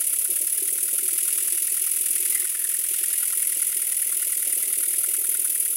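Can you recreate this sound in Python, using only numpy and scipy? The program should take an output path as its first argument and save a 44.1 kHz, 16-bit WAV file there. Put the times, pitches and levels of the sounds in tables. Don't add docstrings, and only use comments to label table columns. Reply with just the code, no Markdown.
import sys
import numpy as np
from scipy import signal
from scipy.fft import rfft, irfft, next_fast_len
from scipy.io import wavfile

SR = 44100
rng = np.random.default_rng(int(sys.argv[2]) if len(sys.argv) > 2 else 0)


def file_out(sig):
    cols = np.atleast_2d(sig).T
    lim = np.clip(cols, -1, 1)
    pcm = np.round(lim * 32767).astype(np.int16)
    wavfile.write(sys.argv[1], SR, pcm)


N = 254143
TIME = np.arange(N) / SR
SIZE = next_fast_len(N, real=True)
FREQ = np.fft.rfftfreq(SIZE, 1 / SR)


def gain_of(db):
    return 10 ** (np.asarray(db) / 20)


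def evened(x):
    return x / np.sqrt(np.mean(x ** 2) + 1e-20)


def read(points, hz):
    f, value = np.transpose(points)
    return np.interp(np.log(hz + 1), np.log(f + 1), value)


def at_time(curve, s):
    return np.interp(s, *np.transpose(curve))


def follow(curve):
    return at_time(curve, TIME)


def add(mix, s, sound):
    part = mix[max(round(s * SR), 0):][:len(sound)]
    part += sound[:len(part)]


def filtered(x, gain):
    return irfft(rfft(x, SIZE) * gain, SIZE)[:N]


def colour(x, db):
    return filtered(x, evened(gain_of(db)))


def bump(hz, width_hz, db):
    return db / (1 + (2 * (FREQ - hz) / width_hz) ** 2)


def low_pass(x, edge_hz):
    return signal.sosfilt(signal.butter(2, edge_hz, fs=SR, output="sos"), x)


def resonate(x, hz, width_hz):
    turn = np.exp(2j * np.pi * np.cumsum(hz * np.ones(N)) / SR)
    return (turn * low_pass(x / turn, width_hz / 2)).real


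def flutter(rate_hz):
    knots = rng.uniform(-0.97, 1, N // 8)
    return evened(np.interp(2 * rate_hz * TIME, np.arange(len(knots)), knots))


# (t/s, speed/turns per s)
CRANK_SPEED = [(0.0, 8.085), (0.2, 8.556), (0.5, 9.294), (0.65, 9.951), (0.85, 9.774), (1.05, 10.103),
               (1.4, 10.166), (2.2, 10.411), (2.6, 10.127), (3.0, 10.308), (3.45, 10.239), (3.65, 10.045),
               (4.3, 9.888), (5.0, 9.741), (5.76, 9.697)]


def crank():
    return np.cumsum(follow(CRANK_SPEED)) / SR


def passes(angle, at):
    return np.interp(np.arange(at % 1, angle[-1]), angle, TIME)


def blast(angle, opens, rise, decay):
    age = (angle - opens) % 1
    flow = (1 - np.exp(-(age / rise) ** 2)) * np.exp(-age / decay)
    return flow / flow.max()


def oily_air(spit_db, spit_hz):
    return evened(rng.standard_normal(N) * gain_of(spit_db * flutter(spit_hz)))


def whistle(x, hz, width_hz, lift_db):
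    band = signal.lfilter(*signal.iirpeak(hz, hz / width_hz, fs=SR), x)
    return x + (gain_of(lift_db) - 1) * band


# (port opens/turns, rise/turns, decay/turns, jet flow/dB, passage flow/dB, whistle f/Hz, whistle lift/dB)
EXHAUST_BEATS = [(0.009, 0.045, 0.14, -19.8, -37.5, 9070, 3.5), (0.284, 0.038, 0.125, -24, -40, 8000, 8.5),
                 (0.516, 0.04, 0.135, -19, -38, 14100, 3.5), (0.745, 0.0334, 0.2, -23.5, -39.5, 12700, 3.5)]
# (t/s, change/dB)
AIR_PRESSURE = [(0, 0.7), (.8, -0.5), (1.2, 0.9), (1.8, 0.2), (2.35, 1), (2.5, -1.6), (3, -0.5), (3.35, 0),
                (4.3, -0.2), (4.7, .5), (5.76, .2)]
BEAT_SCATTER_DB = 0.65


def exhaust(angle):
    leak = gain_of(-33.0) * oily_air(spit_db=3.0, spit_hz=609)
    air = leak
    port_flow, passage_flow = np.zeros((2, N))
    for opens, rise, decay, jet_db, pipe_db, whistle_hz, lift_db in EXHAUST_BEATS:
        turn_number = np.floor(angle - opens).astype(int)
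        chance = rng.standard_normal(int(angle[-1]) + 2)[turn_number]
        beat_db = jet_db + follow(AIR_PRESSURE) + BEAT_SCATTER_DB * chance
        flow = blast(angle, opens, rise, decay) * gain_of(beat_db)
        spits = flow * oily_air(spit_db=1.0, spit_hz=621.0)
        air += gain_of(-0.7) * whistle(spits, whistle_hz, width_hz=810, lift_db=lift_db)
        port_flow += flow
        passage_flow += gain_of(pipe_db) * blast(angle, opens, 2.4 * rise, 0.7 * decay)
    tones = edge_tone(port_flow) + thin_whistles(port_flow)
    return jet(air) + passage_rush(passage_flow) + tones + hand_hollow(passage_flow)


# (f/Hz, relative level/dB per Hz)
EARLY_JET_COLOUR = [(2000, -70), (4300, -29.5), (6000, -21), (7200, -16.5), (8100, -11.5), (8700, -11),
                    (9400, -1), (10500, 4.5), (11100, -0.5), (11900, 0), (12600, -10.5), (13300, -8),
                    (14000, -14), (15800, -10.5)]
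LATE_JET_COLOUR = [(2000, -74), (4300, -47), (6000, -21.5), (7200, -15.5), (8100, -10.5), (8700, -12),
                   (9400, 2.5), (10200, 5.5), (11100, 0.5), (11900, -0.5), (12600, -2), (13300, -8.5),
                   (14000, -11), (15800, -11.5)]
# (t/s, share 0-1)
JET_FACING = [(0, 0.16), (1.8, 0), (2.3, 0.7), (3.2, 0.98), (5.76, 0.9)]


def jet(air):
    late = np.clip(follow(JET_FACING), 0, 1)
    early_hiss = colour(air, read(EARLY_JET_COLOUR, FREQ))
    late_hiss = colour(air, read(LATE_JET_COLOUR, FREQ))
    return (1 - late) * early_hiss + late * late_hiss


# (f/Hz, relative level/dB per Hz)
PASSAGE_COLOUR = [(500, -29.5), (930, -23.5), (1200, -16), (1440, -14.5), (1570, -4.5), (1800, -9),
                  (2080, -3), (2550, -1.5), (3400, -5.5), (3900, -10.5), (4500, -6.5), (6000, -4.5),
                  (9000, 5), (16000, -33)]
# (t/s, level/dB)
RUSH_LEVEL = [(0, -43.5), (0.4, -45), (0.8, -44), (1, -43.5), (1.25, -41.5), (1.55, -42.5), (1.9, -43),
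              (2.3, -41), (2.55, -44), (2.9, -42), (3.3, -42), (3.8, -43.5), (4.3, -43.5), (4.8, -44),
              (5.3, -44.5), (5.76, -45.5)]


def passage_rush(passage_flow):
    stream = passage_flow + gain_of(-48)
    rush = colour(stream * oily_air(spit_db=1.5, spit_hz=220.7), read(PASSAGE_COLOUR, FREQ))
    rush_db = follow(RUSH_LEVEL)
    return gain_of(rush_db - rush_db.mean()) * rush


def edge_tone(flow):
    hz = 10250 * (1 + 0.044 * flutter(rate_hz=86))
    return gain_of(-34.0) * evened(resonate(flow * rng.standard_normal(N), hz, width_hz=550))


# (t/s, f/Hz, level/dB)
HAND_HOLLOW = [(0, 2870, -69), (.6, 2670, -76), (1.25, 2700, -58), (2.1, 2670, -65), (2.239, 2140, -54),
               (2.36, 2010, -42), (2.5, 1850, -51), (2.65, 1720, -46), (2.9, 1920, -59), (3.2, 1980, -49),
               (3.6, 2070, -51), (4, 2045, -51.5), (4.9, 2110, -53), (5.76, 2075, -62)]
HOLLOW_STEEPNESS = 2.2


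def hand_hollow(flow):
    s, hz, db = np.transpose(HAND_HOLLOW)
    blown = evened(flow) ** HOLLOW_STEEPNESS * rng.standard_normal(N)
    ring = resonate(blown, np.interp(TIME, s, hz), width_hz=280)
    return gain_of(np.interp(TIME, s, db)) * evened(ring)


# (f/Hz, relative level/dB per Hz)
RUMBLE_COLOUR = [(20, -44), (100, -45), (132, -31), (150, -37), (200, -39), (255, -9), (300, -3.5),
                 (362, -3), (420, -4), (500, -6), (580, -5), (780, -10.5), (930, -22.5), (1500, -35)]
# (t/s, level/dB)
SLIDING_LEVEL = [(0, -56), (.35, -58), (1.2, -60), (1.8, -61.5), (2.1, -60.5), (2.6, -62.5), (3.3, -60.5),
                 (4.4, -59.5), (4.9, -58), (5.76, -59)]
# (t/s, level/dB)
BED_HUM_LEVEL = [(0, -73), (.3, -69), (1, -61), (2, -61.5), (2.3, -54.5), (2.6, -65), (3.4, -66),
                 (5.76, -89)]
LOAD_SWING_DB, LOAD_PEAK_TURNS = 1.9, 0.84


def sliding_parts(angle):
    load = gain_of(LOAD_SWING_DB * np.cos(2 * np.pi * (angle - LOAD_PEAK_TURNS)))
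    rumble = gain_of(follow(SLIDING_LEVEL)) * colour(rng.standard_normal(N), read(RUMBLE_COLOUR, FREQ))
    hum = evened(resonate(rng.standard_normal(N), hz=357.2, width_hz=26))
    return load * (rumble + gain_of(follow(BED_HUM_LEVEL)) * hum)


# (f/Hz, relative level/dB, time to fall 60 dB t/s)
LINK_MODES = [(1434, -7.5, 0.026), (1850, -4, 0.037), (2300, -3, 0.041), (2680, -1, 0.022),
              (2865, 0.5, 0.054), (3190, -9, 0.05), (3670, -4, 0.058), (4120, -3, 0.045), (5130, 6, .02)]


def valve_gear(angle):
    throw = sum(blast(angle, *beat[:3]) for beat in EXHAUST_BEATS)
    t, out = np.arange(SR // 14) / SR, np.zeros(N)
    hz, db, t60 = np.transpose(LINK_MODES)[:, :, None]
    tick_times = TIME[rng.random(N) < 70 * throw / SR]
    for s in tick_times:
        mode_scatter_db = 4 * rng.uniform(-0.84, 1.03, db.shape)
        tick_scatter_db = 3 * rng.uniform(-0.86, 0.76)
        size_db = db + mode_scatter_db + tick_scatter_db
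        phase_turns = rng.random(hz.shape)
        modes = gain_of(size_db - 60 * t / t60) * np.sin(2 * np.pi * (hz * t + phase_turns))
        add(out, s, modes.sum(0))
    return gain_of(follow(RUSH_LEVEL) - 6.5) * out


# (f/Hz, relative level/dB, time to fall 60 dB t/s)
BED_MODES = [(270, -11.5, 0.075), (327, -4.5, 0.038), (368.3, 6.5, 0.047), (405, 0, 0.023), (468, 3, 0.04),
             (551, -10, 0.067), (572, 4, 0.045), (667, -4, 0.05), (790, -10, 0.04)]


def knock(level_db, hard_db):
    t = np.arange(SR // 6) / SR
    hz, db, t60 = np.transpose(BED_MODES)[:, :, None]
    upper = hz > 440
    onset = 1 - np.exp(-(t / np.where(upper, .013, .004)) ** 2)
    size_chance, phase_chance = rng.standard_normal((2, len(BED_MODES), 1))
    size_db = db + hard_db * upper + 2.6 * size_chance
    wave = np.sin(2 * np.pi * hz * (t - .005) + 1.01 * phase_chance)
    ring = (onset * gain_of(size_db - 60 * t / t60) * wave).sum(0)
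    return gain_of(level_db) * ring / abs(ring).max()


# (crank angle/turns, peak level/dB, lift of the upper modes/dB)
ROD_KNOCKS = [(.115, -50, -2), (.468, -43, 2.5), (.63, -50, 4), (.783, -48, -4.5)]
# (t/s, level change/dB, lift of the upper modes/dB, delay/turns)
BED_SEATING = [(0, -8, -2, 0.015), (.3, -1, 6, .006), (.52, -3, -5, 0.007), (.7, 4.5, 1.5, .006),
               (1, 2.5, -4, 0.0065), (1.15, 0, -6, 0.0053), (2.3, -4, -18, 0.0051), (2.6, -5.5, -1, 0.0143),
               (3.15, -3, 3, 0.0072), (3.7, -3.5, 1, -0.016), (4.3, -1, 4, -0.0213), (4.8, 2, 7, -.02),
               (5.45, 0, 1, -0.014), (5.76, -4, -18, -0.025)]
KNOCK_SCATTER_DB, KNOCK_SCATTER_TURNS = 2, 0.0068


def rod_knocks(angle):
    out = np.zeros(N)
    when, *seating = np.transpose(BED_SEATING)
    for at, db, hard_db in ROD_KNOCKS:
        for s in passes(angle, at):
            seat_db, seat_hard_db, delay = (np.interp(s, when, column) for column in seating)
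            size, slip = rng.standard_normal(2)
            delay_s = (delay + KNOCK_SCATTER_TURNS * slip) / at_time(CRANK_SPEED, s)
            level_db = db + seat_db + KNOCK_SCATTER_DB * size
            add(out, s + delay_s, knock(level_db, hard_db + seat_hard_db))
    return out


def hollow_puff(hz, glide, width_hz, length_s):
    t = np.arange(-.03, .03, 1 / SR)
    drive = rng.standard_normal(len(t)) + 1j * rng.standard_normal(len(t))
    ring = low_pass(drive, width_hz / 2)
    pitch = hz * (1 + glide * np.tanh(t / length_s))
    tone = (ring * np.exp(2j * np.pi * np.cumsum(pitch) / SR)).real
    puff = tone * np.exp(-(t / length_s) ** 2)
    return puff / np.sqrt(np.sum(puff ** 2) / (2 * length_s * SR))


# (crank angle/turns, level/dB, centre f/Hz, pitch glide/share of f, width f/Hz, length t/s)
HOLLOW_CHUFFS = [(.153, -44, 1728, 0.149, 432, 0.0075), (.85, -54, 1448, 0.0386, 240, 0.004)]
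# (t/s, level change/dB)
CHUFF_STRENGTH = [(0, -2), (.5, -1.5), (1.55, 1.5), (2.1, -0.5), (2.36, 1.5), (2.75, -1.5), (3.2, 2),
                  (3.6, 0.5), (4.9, 1.5), (5.76, 0.5)]
CHUFF_SCATTER_DB, CHUFF_PITCH_SCATTER = 0.2, 0.0546


def chuffs(angle):
    out = np.zeros(N)
    for at, db, hz, glide, width_hz, length_s in HOLLOW_CHUFFS:
        for s in passes(angle, at):
            level_db = db + at_time(CHUFF_STRENGTH, s) + CHUFF_SCATTER_DB * rng.standard_normal()
            puff_hz = hz * (1 + CHUFF_PITCH_SCATTER * rng.standard_normal())
            puff = hollow_puff(puff_hz, glide, width_hz, length_s)
            start = s - len(puff) / SR / 2
            cut = max(round(-start * SR), 0)
            add(out, start, gain_of(level_db) * puff[cut:])
    return out


# (t/s, peak level/dB, lift of the upper modes/dB)
LOUD_KNOCKS = [(.289, -38, -1), (.314, -39, 11), (.402, -40, 4), (0.425, -40, 5), (.617, -39, -1),
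               (0.93, -37, 3), (2.908, -42, -13), (3.565, -40, 3), (3.757, -41.5, 3), (4.673, -46, 6),
               (4.775, -40, -7), (5.179, -46, 4)]


def loud_knocks():
    out = np.zeros(N)
    for s, db, hard_db in LOUD_KNOCKS:
        add(out, s, knock(db, hard_db))
    return out


# (t/s at its height, half length t/s, f/Hz, level/dB)
THIN_WHISTLES = [(.6, .18, 15000, -42), (2.3, .16, 13500, -37)]


def thin_whistles(flow):
    out = np.zeros(N)
    for s, length_s, hz, db in THIN_WHISTLES:
        tone = evened(resonate(flow * rng.standard_normal(N), hz, width_hz=420))
        swell = np.exp(-((TIME - s) / length_s) ** 2)
        out += gain_of(db) * swell * tone
    return out


def near_echoes(x):
    out = x.copy()
    for delay_s, db in [(.0007, -48), (.0019, -22.5), (.0043, -15)]:
        path_s = delay_s + .00003 * flutter(rate_hz=0.79)
        out += gain_of(db) * np.interp(TIME - path_s, TIME, x)
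    return out


# (f/Hz, width f/Hz, lift/dB)
CASTING_MODES = [(910, 59, -7.5), (1458, 130, 6.5), (1598, 138, -13), (2124, 94, 0), (2888, 98, 4.5),
                 (3380, 74, 8.5), (3620, 29, 10.5), (3880, 52, 9), (4930, 120, 3), (6050, 24, 6.5),
                 (9980, 110, -5)]


def casting(air):
    return filtered(air, gain_of(sum(bump(*mode) for mode in CASTING_MODES)))


# (f/Hz, time to fall 60 dB t/s)
ROOM_DECAY = [(250, 0.13), (2000, 0.18), (10000, 0.06), (16000, 0.77)]


def workshop(x):
    size = SR // 3
    sign = rng.choice([-1., 1.], size)
    hits = rng.random(size) < 3000 / SR
    taps = sign * hits * (np.arange(size) > .003 * SR)
    hz, t, z = signal.stft(taps, SR, nperseg=256)
    fade = gain_of(-60 * t / read(ROOM_DECAY, hz)[:, None])
    tail = signal.istft(z * fade, SR, nperseg=256)[1]
    return signal.fftconvolve(x, tail / np.linalg.norm(tail))[:N]


def scene():
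    angle = crank()
    air = casting(near_echoes(exhaust(angle)) + chuffs(angle))
    running_gear = sliding_parts(angle) + rod_knocks(angle) + loud_knocks()
    engine = air + running_gear + valve_gear(angle)
    return (engine + gain_of(-10.5) * workshop(engine))[None]


EDGE_HZ = 15850


def record(dry):
    thin = signal.sosfilt(signal.butter(6, 215, "high", fs=SR, output="sos"), dry)
    noise_db = read([(20, -12), (90, -12), (132, -2.5), (200, 1.5), (400, -24), (2000, -60)], FREQ)
    thin = thin + gain_of(-86) * colour(rng.standard_normal(N), noise_db)
    band_limit = signal.firwin(1023, EDGE_HZ, window=("kaiser", 9), fs=SR)
    return signal.oaconvolve(thin, band_limit[None], "same")


dry = scene()
out = record(dry)
file_out(out)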